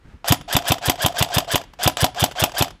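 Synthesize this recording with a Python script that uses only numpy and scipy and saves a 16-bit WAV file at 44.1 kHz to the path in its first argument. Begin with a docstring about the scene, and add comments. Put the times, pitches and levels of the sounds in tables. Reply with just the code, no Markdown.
"""Airsoft rifle in a yard

An electric airsoft rifle fires thirteen quick shots close by, with one short pause. In each cycle
the motor spins up, the gears drag the piston back along its toothed rack and let it go: the spring
zings, the gun recoils and the piston slams home. The trigger ticks between shots and one clack cuts in.
Walls and ground give a faint return, over low outdoor rumble and soft handling bumps."""
import sys
import numpy as np
from scipy import signal
from scipy.fft import rfft, irfft
from scipy.io import wavfile
from scipy.ndimage import uniform_filter1d

SR = 44100
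rng = np.random.default_rng(int(sys.argv[2]) if len(sys.argv) > 2 else 0)


def waveform_to_disk(signal):
    """Save audio, clipped to [-1, 1], as 16-bit WAV at the path in sys.argv[1]."""
    frames = np.transpose(np.atleast_2d(signal))
    scaled = np.clip(frames, -1, 1) * 32767
    samples = np.round(scaled).astype(np.int16)
    wavfile.write(sys.argv[1], SR, samples)


N = 123479

# The firing pattern. Each row: piston slam time in seconds, motor lead and rack lead in seconds,
# trims in dB for rack, recoil, slam and stock ring, start click level in dB, stopping hum trim in dB.
SHOTS = [(.3222, .078, .044, 4, 5, 4, 4, -28, -8), (.5659, .088, .040, 0, 0, 1, 1, -42, -1),
         (.7195, .084, .042, 1, 0, 0, 0, -44, -1), (.8967, .085, .042, 0, 0, 1, 2, -44, -1),
         (1.0614, .084, .042, 0, -1, 0, 0, -36, 0), (1.2247, .085, .042, 0, -1, 0, -2, -44, 0),
         (1.3823, .085, .042, 0, -1, 0, -1, -44, 0), (1.5565, .084, .042, -1, -2, -1, -2, -42, 0),
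         (1.8755, .087, .044, 2, 1, 2, 5, -35, -14), (2.043, .073, .037, 1, 1, 0, 3, -40, 0),
         (2.2393, .086, .042, 0, 1, 1, -1, -44, 0), (2.438, .085, .042, 0, 0, 1, 0, -34, -1),
         (2.6231, .085, .042, 1, 0, 0, -1, -39, 0)]
# Tone of the motor's starting click. Each row: frequency in Hz, relative level in dB.
START_CLICK_EQ = [(60, -23.5), (300, -2.5), (800, 7.5), (1500, -1), (3200, -5.5), (5000, -12.5),
                  (8000, -18.5), (10000, -35), (15000, -37.5)]
# Tone of the released spring. Each row: frequency in Hz, relative level in dB.
ZING_EQ = [(300, 0), (1000, -6), (2200, -14), (2650, -2.5), (3550, -2.5), (4150, -12.5), (4800, -33),
           (9000, -27.5), (15000, -59.5)]
# Ring of the stock and receiver. Each row: frequency in Hz, level before trim in dB, t60 in seconds.
STOCK_MODES = [(108, -49, 0.22), (272, -25, 0.1), (320.3, -18, 0.037), (627, -26, 0.11), (733, -12, 0.046),
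               (848, -22, 0.072), (985, -19.5, 0.056)]
# The spring's thin after-ring. Each row: frequency in Hz, level before trim in dB, t60 in seconds.
SPRING_MODES = [(9790, -65.5, 0.48), (11670, -24, 0.04), (12100, -23, 0.049), (13200, -23, 0.037)]
def rifle():
    """Each cycle winds up, lets go and slams; the hard contacts all sound through the gearbox shell."""
    metal, body = np.zeros((2, N))
    for hit, motor_lead, rack_lead, rack_db, recoil_db, slam_db, stock_db, click_db, stop_db in SHOTS:
        start, release, flight_s = hit - motor_lead, hit - .021, .0224
        add(metal, start, strike(START_CLICK_EQ, click_db, hold_s=.0013, decay_s=.0049))
        add(metal, start, motor(release - start))
        add(body, start, grip_hum(length_s=.042, db=-31.5))
        add(metal, hit - rack_lead, rack(rack_db))
        add(metal, release, strike(TICK_EQ, db=-19, hold_s=.00089, decay_s=.0032))
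        add(body, hit - flight_s, recoil(flight_s, recoil_db))
        add(metal, hit - .0138, strike(ZING_EQ, db=-16.5, hold_s=.0062, decay_s=.0012))
        add(metal, hit, slam(slam_db))
        add(body, hit, ring(STOCK_MODES, stock_db, detune=.01))
        add(body, hit, ring(SPRING_MODES, slam_db, detune=.00049))
        add(metal, hit + .0215, strike(GEAR_EQ, db=-25, hold_s=.0025, decay_s=.002))  # bounce
        add(body, hit + .029, grip_hum(length_s=.026, db=-31 + stop_db))
    trigger(metal)
    clack(metal)
    return shell(metal) + body


# Tone of the piston's crack. Each row: frequency in Hz, relative level in dB.
SLAM_EQ = [(120, -25), (300, -0.5), (440, -8.5), (700, 0), (1000, -5), (1500, -10.5), (2200, -10),
           (3150, -2), (4200, -11.5), (4900, -9), (7500, -12), (9000, -17), (10200, -10), (11000, -21),
           (12500, -12), (15000, -18)]
def slam(trim_db):
    """The piston head cracks into the cylinder and the loose parts shiver."""
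    hold_s, crack_decay_s, shiver_decay_s = .0044, .00061, .011
    after_hold = clock(.07) - hold_s
    crack = np.exp(-np.maximum(after_hold, 0) / crack_decay_s)
    shiver = amp(-10.5) * np.exp(-after_hold / shiver_decay_s)
    return amp(-12 + trim_db) * colour(chatter(np.maximum(crack, shiver)), SLAM_EQ)


def recoil(length_s, trim_db):
    """The piston's flight shoves the gun to and fro once."""
    thump_hz, rise_s, fall_s = 119, .00375, .005
    t = clock(length_s) - length_s / 2
    width = np.where(t < 0, rise_s, fall_s)
    shove = np.exp(-.5 * (t / width) ** 2) * signal.windows.tukey(len(t), .45)
    return amp(-11.3 + trim_db) * np.cos(2 * np.pi * thump_hz * t) * shove


# Tone of the rack's clatter. Each row: frequency in Hz, relative level in dB.
RACK_EQ = [(150, -18.5), (420, -11.5), (680, 4.5), (950, -10.5), (1400, -8), (1750, 0.5), (2200, -15),
           (3300, -0.5), (4200, -11.5), (5000, -5), (7500, -10.5), (10200, -5.5), (11000, -14.5),
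           (12500, -8), (15000, -15)]
def rack(trim_db):
    """The piston's teeth clatter over the gear, hardest in mid stroke."""
    tooth_s, tooth_decay_s, peak_s, width_s = .0058, .0012, .0092, .0073
    t = clock(.03)
    since_tooth = np.cumsum(1 + .35 * drift(len(t), size=100)) / SR % tooth_s
    teeth = evened(.33 + np.exp(-since_tooth / tooth_decay_s))
    stroke = np.exp(-.5 * ((t - peak_s) / width_s) ** 2 + .26 * drift(len(t), size=12))
    return amp(-21 + trim_db) * colour(chatter(stroke * teeth), RACK_EQ)


# Tone of gear grit, also used for rattles. Each row: frequency in Hz, relative level in dB.
GEAR_EQ = [(60, -23.5), (200, -10.5), (420, -1.5), (600, 4), (1000, 5.5), (1400, 2), (2200, -1), (3200, 2),
           (4100, -2), (5000, -3), (7700, -8), (9000, -21), (11000, -19), (15000, -30)]
def motor(run_s):
    """Gear whine and tooth grit rise with speed, then die as the motor brakes."""
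    mesh_hz, spin_up_s, brake_hz_per_s = 1839, .017, 16000
    load_at_s, load_fade_s = .034, .013
    grit_rise_s, coast_db_per_s = .048, 250
    t = clock(run_s + .085)
    coast = np.maximum(t - run_s, 0)
    hz = np.maximum(mesh_hz * (1 - np.exp(-t / spin_up_s)) - brake_hz_per_s * coast, 0)
    phase = 2 * np.pi * np.cumsum(hz * (1 + .02 * drift(len(t), size=60))) / SR
    tone = np.sin(phase) + amp(-4) * (np.sin(2 * phase) + .57 * np.sin(3 * phase))
    # The whine swells as the gears take up the load.
    load = np.minimum(t / load_at_s, 1) ** 6 * np.exp(-np.maximum(t - load_at_s, 0) / load_fade_s)
    whine = amp(-28.5 + rng.standard_normal()) * np.sqrt(2) * tone * load * np.exp(-coast / .016)
    grain = np.exp(.33 * drift(len(t), size=30))
    grit = evened(chatter(grain * (1 + .31 * np.cos(phase))))
    grit *= amp(-11.5 * np.maximum(1 - t / grit_rise_s, 0) - coast_db_per_s * coast)
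    grit *= np.minimum(t / .008, 1)
    return whine + amp(-28) * colour(grit, GEAR_EQ)[:len(t)]


def grip_hum(length_s, db):
    """The grip hums at its resonance while the motor speeds up or slows down."""
    resonance_hz, wobble = 699.4, .066
    t = clock(length_s)
    phase = 2 * np.pi * np.cumsum(resonance_hz * (1 + wobble * drift(len(t), size=70))) / SR
    swell = np.sin(np.pi * t / length_s) ** .5
    roughness = 1 + .49 * drift(len(t), size=120)
    return amp(db) * np.sqrt(2) * np.sin(phase) * swell * roughness


# Ring of the gearbox shell. Each row: frequency in Hz, relative level in dB, t60 in seconds.
SHELL_MODES = [(1700, -7.5, 0.069), (3157, -4, 0.031), (3547, 2, 0.02), (4850, 6.5, 0.034), (5450, 0, .05),
               (7030, -1, .06), (7870, 7.5, 0.02), (9870, 8, 0.29), (11820, 15.5, 0.062), (12400, -5, .08),
               (13000, 12, 0.04), (14100, 4, .05)]
def shell(contacts):
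    """Everything in the gearbox rings its metal shell."""
    t, out = clock(.25), contacts.copy()
    for hz, db, t60 in SHELL_MODES:
        fade = amp(-60 * t / t60)
        mode = amp(db) * fade / fade.sum() * np.cos(2 * np.pi * hz * t)
        out += signal.fftconvolve(contacts, mode)[:N]
    return out


# Trigger and catch cues. Each row: start in seconds, level in dB.
TICK_CUES = [(0.4111, -34), (0.622, -30.5), (0.7826, -30), (0.9566, -31.5), (1.1236, -33.5), (1.2874, -31),
             (1.4458, -35), (1.6139, -31.5), (1.6375, -39), (1.7352, -41), (1.776, -72), (2.1465, -33),
             (2.312, -30), (2.32, -33), (2.4946, -34), (2.5189, -31.5), (2.681, -32), (2.7058, -34)]
# Tone of a tick, and of the piston's release. Each row: frequency in Hz, relative level in dB.
TICK_EQ = [(60, -40.5), (200, -9.5), (420, -2), (700, 2), (1200, -5), (1600, -4.5), (2100, -10),
           (3300, -7.5), (4100, -15.5), (5000, -11), (7500, -17), (9000, -25), (15000, -27)]
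def trigger(mix):
    """The trigger and catch tick lightly between shots."""
    for start, db in TICK_CUES:
        add(mix, start, strike(TICK_EQ, db, hold_s=.0015, decay_s=.0046))


# The lone clack's cue: start in seconds, level in dB.
CLACK_CUE = (1.970, -16)
# Tone of the clack. Each row: frequency in Hz, relative level in dB.
CLACK_EQ = [(80, -26), (300, -1), (800, 0), (2000, -11), (3100, 1), (3600, 0), (4200, -4), (5000, -25),
            (7500, -7), (9000, -24), (15000, -28)]
def clack(mix):
    """One sharp clack rattles on into the next wind-up."""
    start, db = CLACK_CUE
    add(mix, start, strike(CLACK_EQ, db, hold_s=.0021, decay_s=.0014))
    add(mix, start, strike(GEAR_EQ, db - 13.5, hold_s=.045, decay_s=.006))


# The yard's reverb time. Each row: frequency in Hz, t60 in seconds.
YARD_DECAY = [(100, 0.4), (300, 0.57), (500, 0.27), (1500, 0.36), (4000, 0.36), (8000, 0.23), (15000, 0.04)]
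def yard(gun):
    """Walls and ground scatter back a faint tail."""
    hz, t, noise = signal.stft(rng.standard_normal(SR), SR, nperseg=256)
    envelope = amp(-60 * t / read(YARD_DECAY, hz)[:, None]) * np.minimum(t / .012, 1)
    tail = signal.istft(noise * envelope, SR, nperseg=256)[1]
    return amp(-25) * signal.fftconvolve(gun, tail / np.linalg.norm(tail))[:N]


# Tone of the outdoor bed. Each row: frequency in Hz, relative level in dB.
AIR_EQ = [(15, -28.5), (28, -11), (45, -5), (80, -12), (150, -16.5), (300, -21.5), (600, -30.5),
          (1700, -30), (4000, -41), (8000, -50), (15000, -63)]
# Handling cues. Each row: start in seconds, level in dB.
BUMP_CUES = [(0.045, -41), (0.072, -43), (.135, -39), (0.399, -37.5), (2.681, -43), (2.729, -44)]
# Dull tone of a bump. Each row: frequency in Hz, relative level in dB.
BUMP_EQ = [(25, -4), (80, 1), (130, -5), (260, -8), (450, -26), (1500, -32), (5000, -75)]
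def air_and_handling():
    """Low outdoor rumble swells gently under soft bumps of handling."""
    spectrum = rfft(rng.standard_normal(N)) * amp(read(AIR_EQ, np.fft.rfftfreq(N, 1 / SR)))
    bed = evened(irfft(spectrum, N)) * amp(-50.5 - 1.5 * drift(N, size=3000))
    t, rise_s = clock(.06), .0074
    bump = t / rise_s * np.exp(1 - t / rise_s)
    for start, db in BUMP_CUES:
        add(bed, start, amp(db) * colour(chatter(bump), BUMP_EQ))
    return bed


def strike(eq, db, hold_s, decay_s):
    """A short contact: instant attack, hold, quick release."""
    envelope = np.exp(-np.maximum(clock(.043) - hold_s, 0) / decay_s)
    return amp(db) * colour(chatter(envelope), eq)


def ring(modes, trim_db, detune):
    """A struck part's modes die away, tuned slightly differently at each blow."""
    t, out = clock(.4), 0
    for hz, db, t60 in modes:
        pitch = hz * (1 + detune * rng.standard_normal())
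        out += amp(db + trim_db - 60 * t / t60) * np.sin(2 * np.pi * pitch * t)
    return out


def chatter(envelope):
    """Dense micro-impacts of random sign under an envelope."""
    return envelope * rng.choice([-1., 1.], len(envelope))


def colour(x, eq):
    """Applies an EQ curve as a causal filter of unit energy."""
    log_gain = np.log(amp(read(eq, abs(np.fft.fftfreq(2048, 1 / SR)))))
    taps = np.fft.ifft(np.exp(np.conj(signal.hilbert(log_gain)))).real  # minimum phase
    return signal.fftconvolve(x, taps / np.linalg.norm(taps))


def drift(count, size):
    """A random wander of rms 1, smoothed twice over size samples."""
    return evened(uniform_filter1d(uniform_filter1d(rng.standard_normal(count), size), size))


def read(points, hz):
    """Reads a curve on a log-frequency axis."""
    f, value = np.transpose(points)
    return np.interp(np.log(hz + 1), np.log(f + 1), value)


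def amp(db):
    """Decibels to gain."""
    return 10 ** (np.asarray(db) / 20)


def evened(x):
    """Scales to rms 1."""
    return x / np.sqrt(np.mean(x ** 2) + 1e-20)


def clock(length_s):
    """Time axis in seconds."""
    return np.arange(int(length_s * SR)) / SR


def add(mix, start_s, sound):
    """Drops a sound into the mix at its cue."""
    part = mix[max(round(start_s * SR), 0):][:len(sound)]
    part += sound[:len(part)]


def scene():
    """The rifle in its yard, in mono."""
    gun = rifle()
    return (gun + yard(gun) + air_and_handling())[None]


def record(dry):
    """A soft clip rounds the loudest peaks, then a low-pass trims the top."""
    ceiling, cutoff_hz = .85, 15500
    rounded = dry / (1 + (dry / ceiling) ** 4) ** (1 / 4)
    lowpass = signal.firwin(161, cutoff_hz, window=("kaiser", 9), fs=SR)
    return signal.oaconvolve(rounded, lowpass[None], "same")


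dry = scene()
out = record(dry)
waveform_to_disk(out)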